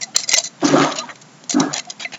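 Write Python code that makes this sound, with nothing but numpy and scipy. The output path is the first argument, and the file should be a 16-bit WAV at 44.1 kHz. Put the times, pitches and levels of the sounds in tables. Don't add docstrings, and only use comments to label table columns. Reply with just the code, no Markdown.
import sys
import numpy as np
from scipy import signal
from scipy.fft import rfft, irfft, next_fast_len
from scipy.io import wavfile
from scipy.ndimage import uniform_filter1d, minimum_filter1d, map_coordinates

SR = 44100
rng = np.random.default_rng(int(sys.argv[2]) if len(sys.argv) > 2 else 0)


def unload_wav(signal):
    wavfile.write(
        sys.argv[1],
        SR,
        np.round(np.clip(np.atleast_2d(signal).T, -1, 1) * 32767).astype(np.int16),
    )


N = 96402
T = np.arange(N) / SR
BAND_HZ = 7600
RING_DETUNE, RING_ROUGH_RAD = 0.009, 0.3


def amp(db):
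    return 10 ** (np.asarray(db) / 20)


def unit(x):
    return x / np.sqrt(np.mean(x ** 2) + 1e-20)


def wobble(steps):
    knots = rng.standard_normal(int(steps.max()) + 4)
    return map_coordinates(knots, [steps])


def stroke(t, rise, hold, t60):
    build_up = 1 - np.exp(-t / rise)
    decay = amp(-60 * np.maximum(t - hold, 0) / t60)
    return build_up * decay


def grains(size, rate, spread_db):
    happens = rng.random(size) < rate / SR
    sign = rng.choice([-1, 1], size)
    return unit(happens * sign * amp(spread_db * rng.standard_normal(size)))


TILT_PIVOT_HZ = 5000


def coloured(x, points, bright_db=0):
    hz = np.fft.rfftfreq(len(x), 1 / SR) + 1
    f, db = np.transpose(points)
    curve = np.interp(np.log(hz), np.log(f), db)
    octaves = np.log2(np.clip(hz, TILT_PIVOT_HZ / 2, None) / TILT_PIVOT_HZ)
    gain = amp(curve + bright_db * octaves) * (hz < BAND_HZ)
    return unit(irfft(rfft(x) * gain, len(x)))


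RAGGED_DB, RAGGED_STEP_HZ = 5, 240


def ragged(x):
    hz = np.fft.rfftfreq(len(x), 1 / SR)
    gain = amp(RAGGED_DB * wobble(hz / RAGGED_STEP_HZ))
    return unit(irfft(rfft(x) * gain, len(x)))


PATCHY_DB = 3


def patchy(x):
    spectrum = signal.stft(x, nperseg=512)[2]
    field = uniform_filter1d(rng.standard_normal(spectrum.shape), size=3, axis=0)
    field = uniform_filter1d(field, size=5, axis=1)
    gain = amp(PATCHY_DB * unit(field))
    return unit(signal.istft(spectrum * gain, nperseg=512)[1][:len(x)])


def add(track, s, x):
    part = track[max(round(s * SR), 0):][:len(x)]
    part += x[:len(part)]


# f/Hz, level/dB
HUM_SPECTRUM = [(40, -28), (95, -41), (125, 5), (255, 5.5), (410, -5.5), (650, -2.5), (1500, -7),
                (2600, -12), (4600, -14), (7400, -11)]
HUM_DB = -45.5


def room_hum():
    return amp(HUM_DB) * coloured(rng.standard_normal(N), HUM_SPECTRUM)


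# f/Hz, level/dB
RING_PARTIALS = [(680, -19.5), (4030, -8.5), (6030, -12), (6700, -13)]
RING_SCATTER_DB = 2
RING_SHARP, RING_SETTLE_S = 0.04, 0.008
RING_T60_S, RING_PIVOT_HZ, RING_DAMPING = 0.085, 700, 0.3


def ring(t, hold):
    settled = t + RING_SHARP * RING_SETTLE_S * (1 - np.exp(-t / RING_SETTLE_S))
    out = np.zeros(len(t))
    for hz, db in RING_PARTIALS:
        level = amp(db + RING_SCATTER_DB * rng.normal())
        t60 = RING_T60_S * (RING_PIVOT_HZ / hz) ** RING_DAMPING
        pitch = hz * (1 + RING_DETUNE * rng.normal())
        phase = 2 * np.pi * (pitch * settled + rng.random())
        roughness = RING_ROUGH_RAD * wobble(t * 200)
        out += level * stroke(t, hold / 2, hold, t60) * np.sin(phase + roughness)
    return out


CLICK_RISE_S = 0.00022
HOLLOW_HZ, HOLLOW_T60_S = 1992, 0.057
OVERTONE_DB, FLUTTER_DB = -16, 2.4
# excess pitch/share, time constant/s
HOLLOW_SETTLING = [(0.55, 0.001), (0.13, 0.0087)]


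def hollow(t, hold):
    excess = sum(share * np.exp(-t / tau) for share, tau in HOLLOW_SETTLING)
    hz = HOLLOW_HZ * (1 + RING_DETUNE * wobble(t * 150) + excess)
    phase = 2 * np.pi * np.cumsum(hz) / SR
    tone = np.sin(phase) + amp(OVERTONE_DB) * np.sin(2 * phase)
    flutter = amp(FLUTTER_DB * wobble(t * 400))
    return flutter * stroke(t, CLICK_RISE_S, hold, HOLLOW_T60_S) * tone


# f/Hz, level/dB
CARDBOARD_SPECTRUM = [(100, -26.5), (400, -12), (680, -2), (1100, -9.5), (1600, -5.5), (2900, -1.5),
                      (5200, 0), (6700, 0), (7500, -3.5)]
# t/s, length/s, level/dB, treble tilt/dB per octave
SCUFF_EVENTS = [(.008, 0.035, -30, 13), (0.145, 0.029, -21, -18), (0.191, 0.044, -35.5, 1),
                (0.274, 0.035, -24.5, 7), (0.351, 0.05, -18.5, 5.5), (0.431, 0.044, -29, 7),
                (0.969, 0.029, -24.5, -2), (1.498, 0.044, -25.5, 7), (1.733, 0.048, -27, -3.5),
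                (1.882, 0.043, -43, -5.5), (1.994, 0.043, -29.5, -8.5), (2.121, 0.031, -30, -14)]
SCUFF_RISE_S, SCUFF_T60_S = 0.01, 0.042


def scuffs():
    out, t = np.zeros(N), T[:SR // 5]
    for s, length, db, bright_db in SCUFF_EVENTS:
        catches = grains(len(t), rate=2000, spread_db=0.5)
        rub = patchy(ragged(coloured(catches, CARDBOARD_SPECTRUM, bright_db)))
        rub = rub * stroke(t, SCUFF_RISE_S, length, SCUFF_T60_S)
        ringing = amp(3.0) * ring(t, length)
        hollow_tone = amp(-14.5) * hollow(t, length) * (1 - np.exp(-t / SCUFF_RISE_S))
        add(out, s, amp(db) * (rub + ringing + hollow_tone))
    return out


# t/s, level/dB, contact length/s, hollow tone level/dB, treble tilt/dB per octave
CLICK_EVENTS = [(0.013, -29, 0.026, -30, 6.5), (0.032, -15, 0.001, -34, 29), (0.163, 10.5, 0.0037, -15, 10),
                (0.197, -26.5, 0.0016, -59, 3), (.203, -20, 0.00066, -48, 8), (.210, -33, 0.002, -51, 5),
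                (0.235, -23.5, 0.01, -36, 8), (0.2913, -8.5, 0.0027, -24, 29),
                (0.315, -17.5, 0.013, -22.5, 10), (0.333, -12.5, 0.0033, -19, -0.5),
                (0.3394, 9, 0.0025, -3, 3), (0.3418, 1.5, 0.0085, -3.5, 5.5), (0.364, -14, 0.0044, -37, 10),
                (.374, -16, 0.0025, -46, 1), (0.383, -4, 0.0057, -44, 12), (.400, -22.5, 0.001, -39, 13),
                (0.439, -22, 0.0091, -58, 15), (.456, -26.5, 0.0026, -37.5, 11),
                (0.645, -21, 0.023, -49, 3), (0.674, -20, 0.015, -41.5, 0), (0.816, -20, 0.0035, -21, -17),
                (0.845, -25.5, 0.0042, -25, 8), (.920, -22.5, 0.0062, -42.5, -4),
                (.957, -26, 0.0076, -45, -1), (0.986, -21, 0.0047, -39, 8), (1.09, -32, 0.021, -38.5, -45),
                (1.156, -38, 0.0024, -53, -5.5), (1.215, -40, 0.0098, -56, 9),
                (1.439, -34.5, 0.0012, -70, -4), (1.4947, -17, 0.0048, -56, 11),
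                (1.5059, -15, 0.0045, -37, 8.5), (1.528, -23, 0.0029, -45, 1.5),
                (1.5997, -15, 0.0051, -25, 18), (1.731, -23.5, 0.0051, -47, 2.5),
                (1.74, -11, 0.00089, -33, 7), (1.762, -26.5, 0.0073, -31, 6),
                (1.781, -15.5, 0.0013, -35, 1), (1.791, -22.5, 0.0077, -30.5, 5),
                (1.851, -38.5, 0.0022, -51, 3), (1.9, -24, 0.0075, -47, 8.5),
                (1.9972, -31.5, 0.014, -38, -5), (2.0483, -29, 0.0063, -18.5, -27),
                (2.122, -32, .003, -43, -6), (2.136, -30, 0.0054, -38, -3)]
CLICK_T60_S = 0.012
RING_LIMIT_DB = -9


def clicks():
    out, t = np.zeros(N), T[:SR // 5]
    for s, db, hold, hollow_db, bright_db in CLICK_EVENTS:
        contact = stroke(t, CLICK_RISE_S, hold, CLICK_T60_S)
        noise = ragged(coloured(rng.standard_normal(len(t)), CARDBOARD_SPECTRUM, bright_db))
        chatter = unit(noise * contact) * np.sqrt(np.mean(contact ** 2))
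        ringing = ring(t, hold) / np.sqrt(1 + amp(db - RING_LIMIT_DB) ** 2)
        add(out, s, amp(db) * (chatter + ringing) + amp(hollow_db) * hollow(t, hold))
    return out


# t/s, level/dB, f/Hz, length/s
TONE_EVENTS = [(0.069, -39, 765, 0.029), (0.344, -12, 574, .003), (0.344, -2, 6060, .003),
               (0.376, -20, 639.5, 0.012), (0.977, -26.5, 640, 0.019), (.99, -39.5, 242, 0.077),
               (0.995, -19.5, 4020, 0.0028), (1.0, -28, 1228, 0.025), (1.032, -27.5, 950, 0.014),
               (1.599, -19, 3865, 0.0034), (1.685, -35.5, 144, 0.048), (1.871, -32.5, 722, 0.015),
               (2.051, -28.5, 705, 0.0057)]
TONE_RISE_S, TONE_T60_S = 0.002, 0.048


def tones():
    out, t = np.zeros(N), T[:SR // 4]
    for s, db, hz, length in TONE_EVENTS:
        roughness = RING_ROUGH_RAD * wobble(t * 120)
        tone = np.sin(2 * np.pi * hz * t + roughness)
        add(out, s, amp(db) * tone * stroke(t, TONE_RISE_S, length, TONE_T60_S))
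    return out


# f/Hz, level/dB
BOOM_SPECTRUM = [(60, -53), (105, -54), (150, -1), (180, -12), (245, -8.5), (288, 4), (325, -10),
                 (360, 0.5), (450, -13), (700, -37)]
# f/Hz, level/dB
SCRAPE_SPECTRUM = [(280, -51), (440, -21.5), (550, -1.5), (720, -1.5), (1050, -6.5), (1200, 0),
                   (1450, -10.5), (1640, -5.5), (1900, -26.5), (3000, -29.5)]
# f/Hz, level/dB
RATTLE_SPECTRUM = [(1100, -14), (1900, 14.5), (2600, 9), (3500, 11), (5000, 2.5), (7000, 6), (8000, -33.5)]
# t/s, boom level/dB, scrape level/dB, rattle level/dB
SHOVE_COURSES = [
    [(.61, -55, -51, -36.5), (.635, -27, -23, -34), (.70, -24, -26, -27.5), (.76, -17, -15.5, -24.5),
     (.82, -19.5, -18, -19), (.885, -31, -22, -28.5), (.94, -40.5, -34, -33), (1.03, -58, -44, -42.5),
     (1.12, -59, -38.5, -50)],
    [(1.538, -34, -39, -46), (1.56, -37, -29, -71), (1.61, -20.5, -21.5, -35), (1.66, -26, -30.5, -74),
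     (1.72, -42.5, -33.5, -40), (1.80, -72, -41.5, -51)],
]
BOOM_DB, SCRAPE_DB, RATTLE_DB = 4, 1.5, -2


def shoves():
    out = np.zeros(N)
    for course in SHOVE_COURSES:
        s, *levels = np.transpose(course)
        gate = np.interp(T, [s[0] - 0.01, s[0], s[-1], s[-1] + 0.02], [0, 1, 1, 0])
        boom_env, scrape_env, rattle_env = [gate * amp(np.interp(T, s, db)) for db in levels]
        boom = coloured(grains(N, rate=1800, spread_db=0), BOOM_SPECTRUM)
        scrape = patchy(coloured(grains(N, rate=4000, spread_db=2.5), SCRAPE_SPECTRUM))
        rattle = patchy(coloured(grains(N, rate=1100, spread_db=4), RATTLE_SPECTRUM))
        out += amp(BOOM_DB) * boom_env * boom
        out += amp(SCRAPE_DB) * scrape_env * scrape
        out += amp(RATTLE_DB) * rattle_env * rattle
    return out


# t/s, level/dB, f/Hz
BUMP_EVENTS = [(0.6237, -8.5, 316), (0.647, 0, 300.5), (0.682, -7.5, 286), (0.706, -7, 280),
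               (0.7358, 0, 534.5), (0.741, 1.5, 283), (0.771, -3.5, 325), (1.542, -6.5, 277.4),
               (1.5618, -0.5, 281), (1.582, -3, 275), (1.605, -6.5, 254)]
BUMP_RISE_S, BUMP_T60_S = 0.0056, 0.051


def bumps():
    out, t = np.zeros(N), T[:SR // 5]
    for s, db, hz in BUMP_EVENTS:
        panel = np.sin(2 * np.pi * hz * t)
        add(out, s, amp(db) * panel * stroke(t, BUMP_RISE_S, BUMP_RISE_S, BUMP_T60_S))
    return out


ROOM_T60_S, ROOM_DB = 0.16, -21.5


def room(x):
    t = T[:SR // 2]
    tail = rng.standard_normal(len(t)) * stroke(t, 0.002, 0, ROOM_T60_S)
    return signal.fftconvolve(x, tail / np.linalg.norm(tail))[:N]


def scene():
    hum = room_hum()
    handling = scuffs() + clicks() + tones() + shoves() + bumps()
    return (handling + amp(ROOM_DB) * room(handling) + hum)[None]


def lowpass(x, hz, order):
    size = next_fast_len(N + SR // 5)
    f = np.fft.rfftfreq(size, 1 / SR)
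    gain = 1 / np.sqrt(1 + (f / hz) ** (2 * order))
    return irfft(rfft(x, size) * gain, size)[..., :N]


KNEE, SQUEEZE, RECOVER_S = 0.72, 0.68, 0.016


def limited(x):
    size = int(RECOVER_S * SR)
    needed = (np.maximum(np.abs(x), KNEE) / KNEE) ** -SQUEEZE
    held = minimum_filter1d(needed, size, origin=size * 3 // 8)
    return x * uniform_filter1d(held, size // 5)


CEILING, TOP_HZ = 1.06, 16000


def record(dry):
    narrow = lowpass(dry, BAND_HZ - 100, order=40)
    clipped = np.clip(limited(narrow), -CEILING, CEILING)
    return lowpass(clipped, TOP_HZ, order=40)


dry = scene()
out = record(dry)
unload_wav(out)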